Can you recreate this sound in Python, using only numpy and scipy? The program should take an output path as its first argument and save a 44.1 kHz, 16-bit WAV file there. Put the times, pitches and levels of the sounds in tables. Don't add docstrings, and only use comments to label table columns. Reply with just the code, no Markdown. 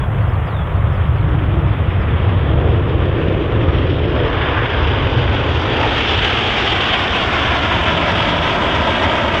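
import sys
import numpy as np
from scipy import signal
from scipy.fft import rfft, irfft, next_fast_len
from scipy.io import wavfile
from scipy.ndimage import uniform_filter1d

SR = 44100
rng = np.random.default_rng(int(sys.argv[2]) if len(sys.argv) > 2 else 0)


def log_audio(samples):
    frames = np.atleast_2d(samples).T
    limited = np.clip(frames, -1, 1)
    pcm = np.round(limited * 32767).astype(np.int16)
    wavfile.write(sys.argv[1], SR, pcm)


N = 414540
TIME = np.arange(N) / SR

# (frequency [Hz], relative density [dB])
ROAR_SPECTRUM = [(300, -28), (520, -1.3), (700, .4), (1000, 0), (1350, -1.9), (1700, -4.8), (2300, -8),
                 (4000, -32)]
HISS_SPECTRUM = [(900, -20.5), (1500, -3.5), (2000, -5), (2600, -1.7), (3250, 1.1), (3600, -2.4),
                 (3950, -4.1), (4400, -9.5), (5200, -27), (8000, -60)]
FIZZ_SPECTRUM = [(3400, -30.5), (4000, -4), (4500, 0.5), (5200, -1.5), (7000, -9.5), (8500, -15.5),
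                 (10000, -27), (12000, -35), (15000, -46)]
RUMBLE_SPECTRUM = [(12, -28), (25, -19.5), (40, -13), (60, -3), (80, 1), (110, -0.5), (150, -5.5),
                   (185, -14.5), (240, -27), (500, -47.5)]
GROWL_SPECTRUM = [(90, -18.5), (150, 0.5), (230, 0), (340, -0.5), (480, -1.8), (620, -8.5), (850, -17.5),
                  (1600, -37)]
# (time [s], level [dB])
ROAR_ENVELOPE = [(0, -29.3), (1.4, -29), (2.2, -27.9), (3, -29.5), (4.02, -29.6), (4.25, -24.6),
                 (5.45, -23.8), (5.7, -22.7), (6.9, -21.2), (8, -18.9), (9.4, -18.6)]
HISS_ENVELOPE = [(0, -41.5), (1, -40), (2, -35.7), (3.4, -33.7), (4.5, -27.6), (5.5, -26.6), (6, -19.2),
                 (7, -20.2), (7.5, -21.8), (9.4, -23.6)]
RUMBLE_ENVELOPE = [(0, -16), (.6, -16.2), (1.1, -14.7), (4, -15.4), (4.5, -18.3), (5.05, -15), (5.5, -15.5),
                   (5.9, -19.3), (7, -23), (7.5, -20.7), (8.3, -20.2), (9.4, -22.3)]
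GROWL_ENVELOPE = [(0, -31.3), (1.05, -31.3), (1.4, -28), (2, -27.7), (2.6, -22.2), (3.2, -20.2),
                  (4.1, -18.9), (4.6, -21.7), (5.7, -20.5), (6.1, -23.2), (7, -24.5), (8.4, -23.3),
                  (9.4, -21.3)]
# (time [s], half width [s], centre frequency [Hz], gain [dB])
SWELLS = [(1.68, .07, 900, 2), (2.08, .12, 1900, 2.1), (2.32, .1, 750, 2), (2.63, .11, 780, 4.5),
          (3.18, .08, 1900, 3), (3.25, .15, 440, 1.5), (3.67, .12, 1200, 3.3), (3.7, .15, 4500, 1.5),
          (4.2, .07, 500, 2.5), (4.44, .08, 2800, 2.3), (4.5, .17, 900, 2.8), (4.6, .22, 1600, 4.2),
          (4.85, .1, 4200, 2.2), (5.82, .08, 760, 4.5), (6.25, .2, 3300, 1.2), (6.92, .12, 2700, 1.6),
          (7.35, .25, 1300, 1.2), (8.04, .06, 900, 2), (9, .35, 600, 1.3)]
# (time [s], distance [m])
JET_DISTANCE = [(0, 490), (2, 400), (4, 280), (5.3, 200), (5.7, 150), (7.5, 100), (9.4, 77)]
# (time [s], delay [ms], depth of the bass dip [dB])
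ECHO_PATH = [(0, 1.4, 2.5), (2, 1.4, 0), (4, 1.5, 10), (5.1, 1.86, 12), (6.4, 2.36, 10), (7.25, 2.74, 7),
             (8.05, 2.99, 7), (9.4, 3.1, 6)]
# (frequency [Hz], relative amplitude [ratio])
GRASS_REFLECTION = [(150, 0.071), (300, .3), (450, 0.82), (700, 1.2), (1500, 0.8), (2500, 0.36),
                    (4000, 0.12)]
# (time [s], frequency [Hz])
TURBINE_PITCH = [(2.7, 7000), (3.6, 5770), (4, 5270), (4.3, 5010), (4.9, 4840), (6, 4600), (6.7, 4330),
                 (7.2, 3880), (7.7, 3700)]
# (multiple of that pitch [ratio], level before losses [dB])
TURBINE_PARTIALS = [(1, -25.8), (1.81, -32), (1.96, -33.7)]
# (time [s], frequency [Hz], level [dB])
ENGINE_MOAN = [(1.1, 326.6, -37), (1.3, 317.4, -31.5), (1.599, 318, -32), (1.95, 320, -40), (2.5, 325, -31),
               (3.3, 325, -29), (4, 335, -29.5), (4.4, 340, -36)]
REVERSER_BOOM = [(7.6, 176, -38), (7.85, 171, -28.3), (8.45, 167.8, -28), (8.7, 168, -38)]
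# (time [s], peak level [dB], frequency [Hz])
THUMPS_AND_CLICK = [(3.2849, -4, 200), (3.2842, -12, 2450), (5.067, -10, 89)]
# (onset [s], length [s], start pitch [Hz], middle pitch [Hz], end pitch [Hz], level [dB])
LARK_NOTES = [(0, 0.063, 3440, 3360, 3350, -41), (.2, 0.046, 4100, 4550, 3850, -46),
              (.275, .036, 4750, 5000, 5280, -47.5), (.322, 0.047, 4780, 4300, 3800, -46),
              (.455, 0.08, 5450, 4500, 3830, -44.5), (.522, .135, 3950, 3480, 3330, -41.3),
              (.72, 0.055, 3980, 4250, 4400, -47), (.925, .065, 5480, 4900, 4000, -48),
              (1.06, .065, 4400, 5200, 4900, -53), (1.155, 0.07, 5300, 4350, 4000, -47),
              (1.28, .04, 5500, 5620, 5550, -56), (1.56, .06, 5000, 5530, 5300, -54),
              (1.67, 0.06, 5400, 4800, 4200, -48.5), (1.89, .06, 5000, 5400, 4700, -51),
              (1.955, .04, 4800, 5400, 5650, -51), (1.995, .05, 5600, 5000, 4300, -46.5),
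              (2.22, .08, 4950, 5050, 4700, -52), (2.585, .05, 5850, 5920, 5880, -55),
              (2.69, .06, 5400, 5000, 4400, -49.5), (2.86, .045, 5250, 5070, 4800, -51)]
# (frequency [Hz], gain [dB])
TREBLE_SHELF = [(20, 2), (3350, -3), (3600, -3.5), (3900, -12), (4200, -18.6), (4700, -18), (16000, -17.5)]
# (frequency [Hz], gain on the left and cut on the right [dB])
BASS_BALANCE = [(30, 0.1), (130, 0.11), (260, 0)]


def reversers(fizz_below_hiss_db=16.4, fizz_loss_db_per_m=.024):
    def levels(t):
        (roar,), (hiss,) = follow(ROAR_ENVELOPE, t), follow(HISS_ENVELOPE, t)
        distance, = follow(JET_DISTANCE, t)
        return roar, hiss, hiss - fizz_below_hiss_db - fizz_loss_db_per_m * distance
    return jet_noise((ROAR_SPECTRUM, HISS_SPECTRUM, FIZZ_SPECTRUM), levels, 2048, gust_db=.25, gust_hz=5)


def exhaust():
    def levels(t):
        return follow(RUMBLE_ENVELOPE, t)[0], follow(GROWL_ENVELOPE, t)[0]
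    return jet_noise((RUMBLE_SPECTRUM, GROWL_SPECTRUM), levels, 4096, gust_db=.4, gust_hz=4)


def jet_noise(spectra, levels, frame_size, gust_db, gust_hz):
    hz, t, noise = short_spectra(rng.standard_normal(N), frame_size)
    at = np.minimum(t * SR, N - 1).astype(int)
    air = amp(-air_loss_db(hz, t, db_per_m_at_4khz=.025))
    shelf = amp(colour(TREBLE_SHELF, hz))
    power = 0
    for spectrum, level_db in zip(spectra, levels(t)):
        shape = amp(colour(spectrum, hz)) * air
        gain = amp(level_db + gust_db * wander(gust_hz)[at])
        power += (shape * gain) ** 2 / np.mean((shape * shelf) ** 2, axis=0)
    return waveform(noise * np.sqrt(power) * swells(hz, t) * ground_echo(hz, t))


def swells(hz, t, half_width_octaves=.6):
    peak_s, half_width_s, centre_hz, db = np.transpose(SWELLS)
    in_pitch = np.exp(-(np.log2((hz + 1) / centre_hz) / half_width_octaves) ** 2)
    in_time = np.exp(-((t[:, None] - peak_s) / half_width_s) ** 2)
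    return amp((db * in_pitch) @ in_time.T)


def turbine_whine(spread_hz=55, turn_away_s=6.1, fade_db_per_s=8):
    pitch_hz, = follow(TURBINE_PITCH, TIME)
    away_db = fade_db_per_s * np.maximum(TIME - turn_away_s, 0)
    out = np.zeros(N)
    for multiple, db in TURBINE_PARTIALS:
        hz = multiple * pitch_hz
        phase = phase_of(hz)
        narrow_band = wander(spread_hz) * np.cos(phase) + wander(spread_hz) * np.sin(phase)
        out += amp(db - away_db - air_loss_db(hz, TIME, db_per_m_at_4khz=.043)) * narrow_band
    return gate(TURBINE_PITCH) * out


def engine_tone(rows, blur, blur_hz, fading_db):
    hz, level_db = follow(rows, TIME)
    phase = phase_of(hz * (1 + blur * wander(blur_hz)))
    return np.sqrt(2) * gate(rows) * amp(level_db + fading_db * wander(8.1)) * np.sin(phase)


def thumps_and_click():
    out = np.zeros(N)
    for centre_s, db, hz in THUMPS_AND_CLICK:
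        near = abs(TIME - centre_s) < 1 / hz
        phase = 2 * np.pi * hz * (TIME[near] - centre_s)
        out[near] += amp(db) * phase * np.exp((1 - phase ** 2) / 2)
    return out


def ground_echo(hz, t, strength_far=.15, strength_near=.47, lag_far_rad=2.1, lag_near_rad=.5):
    delay_ms, depth_db = follow(ECHO_PATH, t)
    steepness = (delay_ms - delay_ms.min()) / np.ptp(delay_ms)
    strength = strength_far + (strength_near - strength_far) * steepness ** 2.3
    lag = lag_near_rad + (lag_far_rad - lag_near_rad) * (1 - steepness) ** 4.5
    reflection = np.clip(strength * colour(GRASS_REFLECTION, hz), 0, .9)
    phase = 2 * np.pi * hz * delay_ms / 1000 + lag
    comb = abs(1 + reflection * np.exp(-1j * phase)) / np.sqrt(1 + reflection ** 2)
    dip_hz = 270 / delay_ms ** .63
    octaves_off = np.log2((hz + 1) / dip_hz)
    return comb * amp(-depth_db / (1 + (octaves_off / .24) ** 2))


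def air_loss_db(hz, t, db_per_m_at_4khz):
    distance, = follow(JET_DISTANCE, t)
    return db_per_m_at_4khz * distance * (hz / 4000) ** 2


def scintillation(x, shared_db=.55, shared_hz=16, rasp_db=1.0, rasp_hz=71, patchy_db=.99):
    hz, t, spectra = short_spectra(x, 256)
    at = np.minimum(t * SR, N - 1).astype(int)
    patches = uniform_filter1d(rng.standard_normal(spectra.shape), size=5, axis=0)
    patches = unit(uniform_filter1d(patches, size=50, axis=1))
    flutter_db = shared_db * wander(shared_hz)[at] + rasp_db * wander(rasp_hz)[at] + patchy_db * patches
    treble_weight = np.sqrt(np.minimum(hz / 2500, 1.6))
    return waveform(spectra * amp(flutter_db * treble_weight))


def lark(waver=.008, flutter_db=3, trill_depth=.027, trill_hz=240):
    trill = np.sin(phase_of(trill_hz * (1 + .2 * wander(30))))
    pitch_factor = 1 + waver * wander(150) + trill_depth * trill
    out = np.zeros(N)
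    for onset_s, length_s, *pitches, db in LARK_NOTES:
        start, count = round(onset_s * SR), round(length_s * SR)
        note = slice(start, start + count)
        glide_hz = np.polyval(np.polyfit([0, .5, 1], pitches, 2), np.linspace(0, 1, count))
        envelope = np.sqrt(2) * amp(db) * signal.windows.tukey(count, .25)
        out[note] += envelope * np.sin(phase_of(glide_hz * pitch_factor[note]))
    return out * amp(flutter_db * wander(90))


def noise_floor(hz, start_db=-59.6, fall_db_per_s=2.15, corner_hz=4200):
    white = rng.standard_normal(N) + 1.3 * rng.standard_normal((2, N))
    treble = irfft(rfft(white) / (1 + (corner_hz / (hz + 1)) ** 4), N)
    return amp(start_db - fall_db_per_s * TIME) * unit(treble)


def amp(db):
    return np.exp(np.asarray(db) * (np.log(10) / 20))


def unit(x):
    return x / np.sqrt(np.mean(x ** 2) + 1e-20)


def phase_of(hz):
    return 2 * np.pi * np.cumsum(hz) / SR


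def gate(rows, ramp_s=.1):
    return np.clip(np.minimum(TIME - rows[0][0], rows[-1][0] - TIME) / ramp_s, 0, 1)


def follow(rows, t):
    times, *columns = np.transpose(rows)
    return [np.interp(t, times, column) for column in columns]


def colour(points, hz):
    frequencies, values = np.transpose(points)
    return np.interp(np.log(hz + 1), np.log(frequencies), values)


def short_spectra(x, size):
    hz, t, spectra = signal.stft(x, SR, nperseg=size, noverlap=size - size // 4)
    return hz[:, None], t, spectra


def waveform(spectra):
    size = 2 * (len(spectra) - 1)
    return signal.istft(spectra, nperseg=size, noverlap=size - size // 4)[1][:N]


def wander(rate_hz, step=32):
    count = next_fast_len(N // step + 2)
    hz = np.fft.rfftfreq(count, step / SR)
    coarse = unit(irfft(rfft(rng.standard_normal(count)) / (1 + (hz / rate_hz) ** 2), count))
    return np.interp(TIME, np.arange(count) * step / SR, coarse)


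def scene():
    mixing_noise = exhaust() + reversers()
    boom = engine_tone(REVERSER_BOOM, blur=.02, blur_hz=26, fading_db=2)
    moan = engine_tone(ENGINE_MOAN, blur=.09, blur_hz=40, fading_db=2.5)
    jet = scintillation(mixing_noise + turbine_whine()) + boom + moan + thumps_and_click()
    field = jet + lark()
    return np.array([field, field])


def record(dry):
    hz = np.fft.rfftfreq(N, 1 / SR)
    balance_db = np.array([[1], [-1]]) * colour(BASS_BALANCE, hz)
    shelved = irfft(rfft(dry) * amp(colour(TREBLE_SHELF, hz) + balance_db), N)
    clipped = np.clip(shelved + noise_floor(hz), -1, 1)
    low_pass = signal.firwin(511, cutoff=15760, window=("kaiser", 9), fs=SR)
    return signal.oaconvolve(clipped, low_pass[None], "same")


dry = scene()
out = record(dry)
log_audio(out)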